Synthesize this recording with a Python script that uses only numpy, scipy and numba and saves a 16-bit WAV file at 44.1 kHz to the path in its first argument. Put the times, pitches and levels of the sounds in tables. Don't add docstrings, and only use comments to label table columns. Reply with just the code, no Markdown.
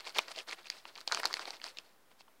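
import sys
import numpy as np
from scipy import signal
from scipy.fft import rfft, irfft
from scipy.io import wavfile
from scipy.ndimage import uniform_filter1d, map_coordinates
from numba import njit

SR = 44100
rng = np.random.default_rng(int(sys.argv[2]) if len(sys.argv) > 2 else 0)


def transcribe(u):
    v = np.clip(np.atleast_2d(u).T, -1, 1)
    q = np.round(v * 32767).astype(np.int16)
    wavfile.write(sys.argv[1], SR, q)


def attenuation_scalar(level_db):
    decades = np.asarray(level_db, float) / 20
    return 10 ** decades


N = 105840


@njit
def grains(at, hz, cycles, size, swell, n, sr):
    out = np.zeros(n)
    for k in range(len(at)):
        turn = 2 * np.pi * hz[k] / sr
        first = int(at[k] * sr)
        fade = np.log(1000.) * hz[k] / (cycles[k] * sr)
        up = swell * sr / hz[k]
        length = int(up + cycles[k] * sr / hz[k])
        for j in range(min(length, n - first)):
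            shape = np.sin(np.pi / 2 * j / up) ** 2 if j < up else np.exp(-fade * (j - up))
            out[first + j] += size[k] * np.sin(turn * j) * shape
    return out


def ring(at, hz, db, cycles, swell):
    start = np.maximum(at - swell / hz, 0)
    return grains(start, 1. * hz, cycles + 0. * hz, attenuation_scalar(db), max(1. * swell, .2), N, 1. * SR)


def colour(points, hz):
    table = np.array(points)
    return np.interp(np.log(np.maximum(hz, 1)), np.log(table[:, 0]), table[:, 1])


def noise(points):
    hz = np.arange(N // 2 + 1) * SR / N
    x = irfft(rfft(rng.standard_normal(N)) * attenuation_scalar(colour(points, hz)), N)
    return x / np.std(x)


def band(x, hz, width_hz):
    return signal.lfilter(*signal.iirpeak(hz, hz / width_hz, fs=SR), x)


def room_floor():
    # pitch_hz, level_db
    room_spectrum = [(25, -8), (90, -11.5), (200, -3), (500, -2), (1100, -4), (3500, -13), (8000, -18),
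                     (16000, -17.5)]
    return attenuation_scalar(-68) * noise(room_spectrum)


def room_echo(bag):
    t = np.arange(SR // 4) / SR
    t60_s, first_echo_s = 0.05, .002
    tail = rng.standard_normal(len(t)) * attenuation_scalar(-60 * t / t60_s) * (t > first_echo_s)
    tail = signal.lfilter(*signal.butter(1, 5030, fs=SR), tail)
    tail = tail / np.sqrt(np.sum(tail ** 2))
    return attenuation_scalar(-22) * signal.fftconvolve(bag, tail)[:N]


def microphone_port(sound):
    sound = sound + attenuation_scalar(-7.5) * band(sound, hz=4450, width_hz=650)
    low_cut = signal.butter(N=3, Wn=182, btype="high", fs=SR, output="sos")
    return signal.sosfilt(low_cut, sound)


def flecks():
    # peak_s, level_db, pitch_hz
    early_flecks = [(.007, -45.5, 7600), (.045, -45, 4100), (.0528, -39, 4260), (0.066, -36.5, 2380),
                    (.104, -43, 4600), (0.1583, -35, 2280), (0.1963, -31, 2900), (.2915, -50, 4700),
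                    (0.3207, -44, 4930), (0.351, -43, 2700), (.405, -35, 2570), (0.4948, -35, 4230),
                    (.505, -38, 2280), (0.547, -47, 3000), (.5855, -51, 3900), (0.6, -56, 3700),
                    (.631, -55, 3700), (.645, -46, 3600), (.657, -41, 2510), (.6845, -44, 4600),
                    (0.7017, -28.5, 6420), (.7016, -41, 3130),]
    # peak_s, level_db, pitch_hz
    late_flecks = [(1.078, -25.5, 5100), (1.0768, -33.5, 2420), (1.141, -31, 4300), (1.157, -32, 4700),
                   (1.244, -32, 4800), (1.265, -42, 3850), (1.345, -38, 4400), (1.4765, -37, 2250),
                   (1.534, -46, 2100), (1.65, -40, 5000), (1.662, -40, 4070), (1.6664, -33, 5030),
                   (1.679, -41, 2600), (1.6855, -38, 4770), (1.701, -46, 4480), (1.796, -47, 3200),
                   (2.209, -49, 2640), (2.205, -60, 4400), (2.282, -58.5, 3000)]
    at, db, hz = np.array(early_flecks + late_flecks).T
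    return ring(at, hz, db, cycles=27, swell=1.4)


def cracks():
    # peak_s, level_db
    sharp_cracks = [(.1235, -48), (.172, -40), (0.186, -20), (0.51, -44), (.7012, -35), (1.006, -40),
                    (1.0128, -47), (1.0762, -32), (1.1222, -41), (1.147, -51), (1.1522, -44), (1.1997, -30),
                    (1.2017, -35), (1.2145, -38), (1.2552, -23.5), (1.273, -36), (1.329, -37),
                    (1.3407, -30.5), (1.5065, -45.5)]
    at, db = np.array(sharp_cracks).T
    crack_hz = 10550
    click = ring(at, 0 * at + crack_hz, db, cycles=3.1, swell=1.2)
    again_hz = crack_hz * (0.29 + 0.98 * rng.random(len(at)))
    again = ring(at + 0.00099, again_hz, db - 5.5, cycles=7.9, swell=1.)
    return again - click * -1


def pops():
    # peak_s, level_db, pitch_hz
    panel_pops = [(0.1666, -30, 835), (0.1736, -42, 880), (0.187, -27, 492), (0.1904, -16.5, 1040),
                  (0.3812, -37, 620), (0.5111, -30.5, 1990), (0.5246, -29, 2020), (0.5288, -27, 1960),
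                  (0.7012, -27.5, 1980), (0.8547, -36.5, 1060), (1.0773, -33, 830), (1.1161, -20, 1440),
                  (1.1216, -22.5, 1320), (1.1273, -18.5, 1400), (1.1306, -27, 1110), (1.1473, -25, 1100),
                  (1.1738, -22.5, 1230), (1.2024, -26, 1870), (1.2338, -21.5, 1380), (1.244, -25.5, 1670),
                  (1.2517, -25.5, 740), (1.2559, -18.5, 1390), (1.3294, -41, 1540), (1.3411, -20.5, 1980),
                  (1.3947, -26, 1340), (1.4557, -35.5, 1280), (1.4818, -33, 820), (1.6172, -38, 1850),
                  (1.6421, -28.5, 1800)]
    # peak_s, level_db, pitch_hz
    small_pops = [(1.254, -25, 800), (2.2085, -45.5, 900), (2.2803, -49, 1020), (2.117, -53, 900),
                  (2.2838, -51, 1050), (2.286, -54, 1000), (.067, -44, 900), (0.0706, -39.5, 1050),
                  (.163, -31.5, 760), (.309, -40.5, 700), (.375, -37, 600), (0.493, -32.5, 1130),
                  (0.9805, -47, 1200), (.985, -38, 1140), (1.013, -41, 1380), (1.099, -35, 1400),
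                  (1.2965, -44, 1040), (1.303, -35.5, 1110), (1.31, -30, 1200), (1.37, -28, 1610),
                  (1.4775, -41, 680), (1.5068, -38.5, 750), (1.666, -36.5, 1040), (1.2004, -32.5, 650)]
    at, db, hz = np.array(panel_pops + small_pops).T
    cycles = 5.95
    panel = ring(at, hz, db, cycles, swell=1.225)
    companion = ring(at + 0.00069, hz * 0.605, db - 17, cycles, swell=0.86)
    return attenuation_scalar(-1.5) * (panel + companion)


def snaps():
    # peak_s, level_db, pitch_hz
    early_snaps = [(0.072, -30.5, 4530), (0.077, -29.5, 2330), (0.0944, -31.5, 4570), (0.148, -34.5, 4800),
                   (0.1524, -33, 2940), (0.161, -36, 2480), (0.1668, -33, 2110), (0.172, -26, 2380),
                   (0.1865, -12, 3210), (0.1904, -13.5, 2360), (0.2828, -31.5, 4680), (0.3156, -39, 3020),
                   (0.362, -29.5, 4330), (0.3803, -32, 2870), (0.388, -26, 3300), (0.3933, -45, 3020),
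                   (0.399, -32, 2820), (0.5123, -26.5, 4130), (0.5253, -32.5, 3460), (0.5302, -26, 2220),
                   (0.6708, -33.5, 2680), (0.7012, -20, 4770), (0.854, -31.5, 2790), (0.9549, -36, 4510),
                   (0.9598, -36.5, 2350), (0.978, -36, 4040), (1.006, -37, 4170), (1.0127, -35.5, 5270)]
    # peak_s, level_db, pitch_hz
    late_snaps = [(1.0765, -16.5, 4140), (1.086, -32.5, 3770), (1.122, -18.5, 6400), (1.1268, -31, 4400),
                  (1.131, -42, 4600), (1.147, -15.5, 6190), (1.148, -23, 4370), (1.1735, -25, 2460),
                  (1.1966, -28, 4970), (1.1995, -27, 1970), (1.2331, -26, 4730), (1.2396, -25, 2000),
                  (1.2554, -13, 4310), (1.2603, -22.5, 4700), (1.329, -23.5, 4600), (1.3404, -15.5, 4490),
                  (1.3698, -29, 2480), (1.395, -27.5, 4960), (1.4551, -27.5, 4150), (1.5061, -24.5, 4840),
                  (1.568, -42, 3670), (1.6, -43, 2290), (1.6164, -31.5, 2850), (1.6416, -25, 4400),
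                  (1.7718, -30, 3800), (1.775, -38, 3000), (1.7865, -27.5, 2750), (1.7857, -30.5, 5230),
                  (2.2073, -42.5, 4300)]
    # peak_s, level_db, pitch_hz
    small_snaps = [
        (.0062, -35.5, 4300),
        (.083, -35, 4900),
        (.124, -44, 3030),
        (0.1846, -15.5, 3550),
        (0.1873, -20, 3380),
        (.4895, -43.5, 3550),
        (0.7224, -40.5, 2450),
        (1.123, -19, 4340),
        (1.2723, -32, 5130),
        (2.2172, -49.5, 3420),
    ]
    at, db, hz = np.array(early_snaps + late_snaps + small_snaps).T
    chance = rng.random((len(at), 3, 6))
    spread_s = .0012
    late = at[:, None] + spread_s * (chance[:, 0] - .1)
    pitch = 2000 * 3.6 ** chance[:, 1]
    size_db = db[:, None] - 4.5 - 8 * chance[:, 2]
    size_db = size_db - 4 * np.log2(pitch / 4000) ** 2
    splinters = ring(late.ravel(), pitch.ravel(), size_db.ravel(), cycles=10.2, swell=1.5)
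    fold = ring(at, hz, db, cycles=19, swell=0.91)
    spike = ring(at, 0 * hz + 2700, db - 7.5, cycles=0.73, swell=.4)
    thud = ring(at, 0 * hz + 800, db - 14.5, cycles=3.4, swell=0.44)
    return attenuation_scalar(-3.5) * (fold + splinters + thud - spike)


def effort():
    # peak_s, level_db, rise_s and fall_s (time for 20 dB), brightness_db
    early_squeezes = [(0, -48, .02, 0.041, 0.15), (0.073, -42.5, 0.04, 0.059, 0),
                      (0.168, -35.5, 0.027, 0.069, -0.5), (0.199, -50.5, 0.038, 0.2, -1.5),
                      (0.283, -46, 0.01, 0.03, 0.5), (0.318, -42, 0.033, 0.012, 0),
                      (0.392, -42, 0.063, 0.047, 1.5), (0.486, -43, 0.018, 0.065, 0.5),
                      (0.532, -41.5, 0.022, 0.019, 0.5), (.595, -53, 0.063, 0.059, -1),
                      (0.67, -49, 0.039, 0.018, 1), (0.718, -51, 0.031, 0.13, 1.1),
                      (0.764, -53.5, 0.058, 0.08, 2.5), (0.872, -52, 0.033, 0.087, 0),
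                      (0.984, -50, 0.055, 0.076, 0)]
    # peak_s, level_db, rise_s, fall_s, brightness_db
    late_squeezes = [(1.088, -45, 0.023, 0.039, 0.5), (1.128, -37.5, 0.025, 0.029, 1),
                     (1.166, -39, 0.079, 0.11, -0.2), (1.263, -43, 0.039, 0.075, 0),
                     (1.309, -44, 0.012, 0.038, -3), (1.368, -42.5, 0.068, 0.032, 1),
                     (1.419, -45, 0.081, 0.087, -1), (1.481, -42.5, 0.022, 0.065, 0.5),
                     (1.533, -47.5, 0.018, 0.079, 0), (1.666, -44.5, 0.055, 0.062, 1),
                     (1.695, -51.5, 0.022, 0.031, 2.5), (1.795, -53.5, 0.076, 0.031, -1.5),
                     (1.85, -62.5, .1, 0.13, -0.17), (2.119, -58.5, 0.026, 0.015, -2),
                     (2.206, -61, 0.031, 0.016, 4.5), (2.285, -67, 0.016, 0.029, -4.5)]
    dome = 1.4
    t, power, bright = np.arange(N) / SR, 1e-12, 0
    for at, db, rise, fall, tilt_db in early_squeezes + late_squeezes:
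        away = np.where(t < at, (at - t) / max(rise, .005), (t - at) / max(fall, .005))
        squeeze = attenuation_scalar(db - 20 * away ** dome) ** 2
        power = power + squeeze
        bright = bright + squeeze * tilt_db
    return np.sqrt(power), bright / power


def creases():
    # pitch_hz, level_db
    film_spectrum = [(88, -58), (457, -2.5), (1210, -2), (2920, -5), (5200, -5), (5900, -13.5), (9000, -16),
                     (16000, -52)]
    gain, bright_db = effort()
    creases_per_s = 7000
    chance = rng.random((int(creases_per_s * N / SR), 4)).T
    at = chance[0] * (N - 1) / SR
    hz = 150 * (15500 / 150) ** chance[1] ** .6
    octaves = np.log2(hz / 2000)

    scatter_db = np.minimum(-5 * np.log(chance[2]), 7.5)
    db = colour(film_spectrum, hz) + 3.5 * octaves + scatter_db
    panels = rng.standard_normal((500, 9))
    patch_s, patch_db = 0.014, 3.5
    db = db + patch_db * map_coordinates(panels, [at / patch_s, np.log2(hz / 150)], order=1)
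    cycles = 4.7 * (.5 + chance[3]) * (hz / 2000) ** 0.83
    swell = 1.6
    scale = np.std(ring(at, hz, db, cycles, swell))
    bright_at_crease = bright_db[(at * SR).astype(int)]
    swarm = ring(at, hz, db + bright_at_crease * octaves, cycles, swell) / scale

    rustle = noise(film_spectrum)
    low = signal.lfilter(*signal.butter(2, 2000, fs=SR), rustle)
    rustle = attenuation_scalar(-bright_db) * low + attenuation_scalar(bright_db) * (rustle - low)

    hiss = band(rng.standard_normal(N), 12000, 6500)
    lingering_hiss = uniform_filter1d(gain, size=3000) ** 0.56 * hiss
    return gain * (attenuation_scalar(-4) * swarm + attenuation_scalar(-10.5) * rustle) + attenuation_scalar(-40.5) * lingering_hiss


def scene():
    bag = creases() + snaps() + pops() - cracks() + flecks()
    bag = bag + room_echo(bag)
    return (microphone_port(bag) + room_floor())[None]


def roll_off(x):
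    return signal.sosfilt(signal.butter(12, 16630, fs=SR, output="sos"), x)


def record(dry):
    low_pass = signal.ellip(6, .2, 40, 15700, fs=SR, output="sos")
    low = signal.sosfiltfilt(low_pass, dry)
    top_pass = signal.ellip(8, .2, 50, 16550, fs=SR, output="sos")
    loud_click = uniform_filter1d(np.abs(dry), 200) > .01
    top = signal.sosfiltfilt(top_pass, dry - low) * loud_click
    offset = -0.00046
    mix = low + attenuation_scalar(-18) * top + offset
    return roll_off(mix)


dry = scene()
out = record(dry)
transcribe(out)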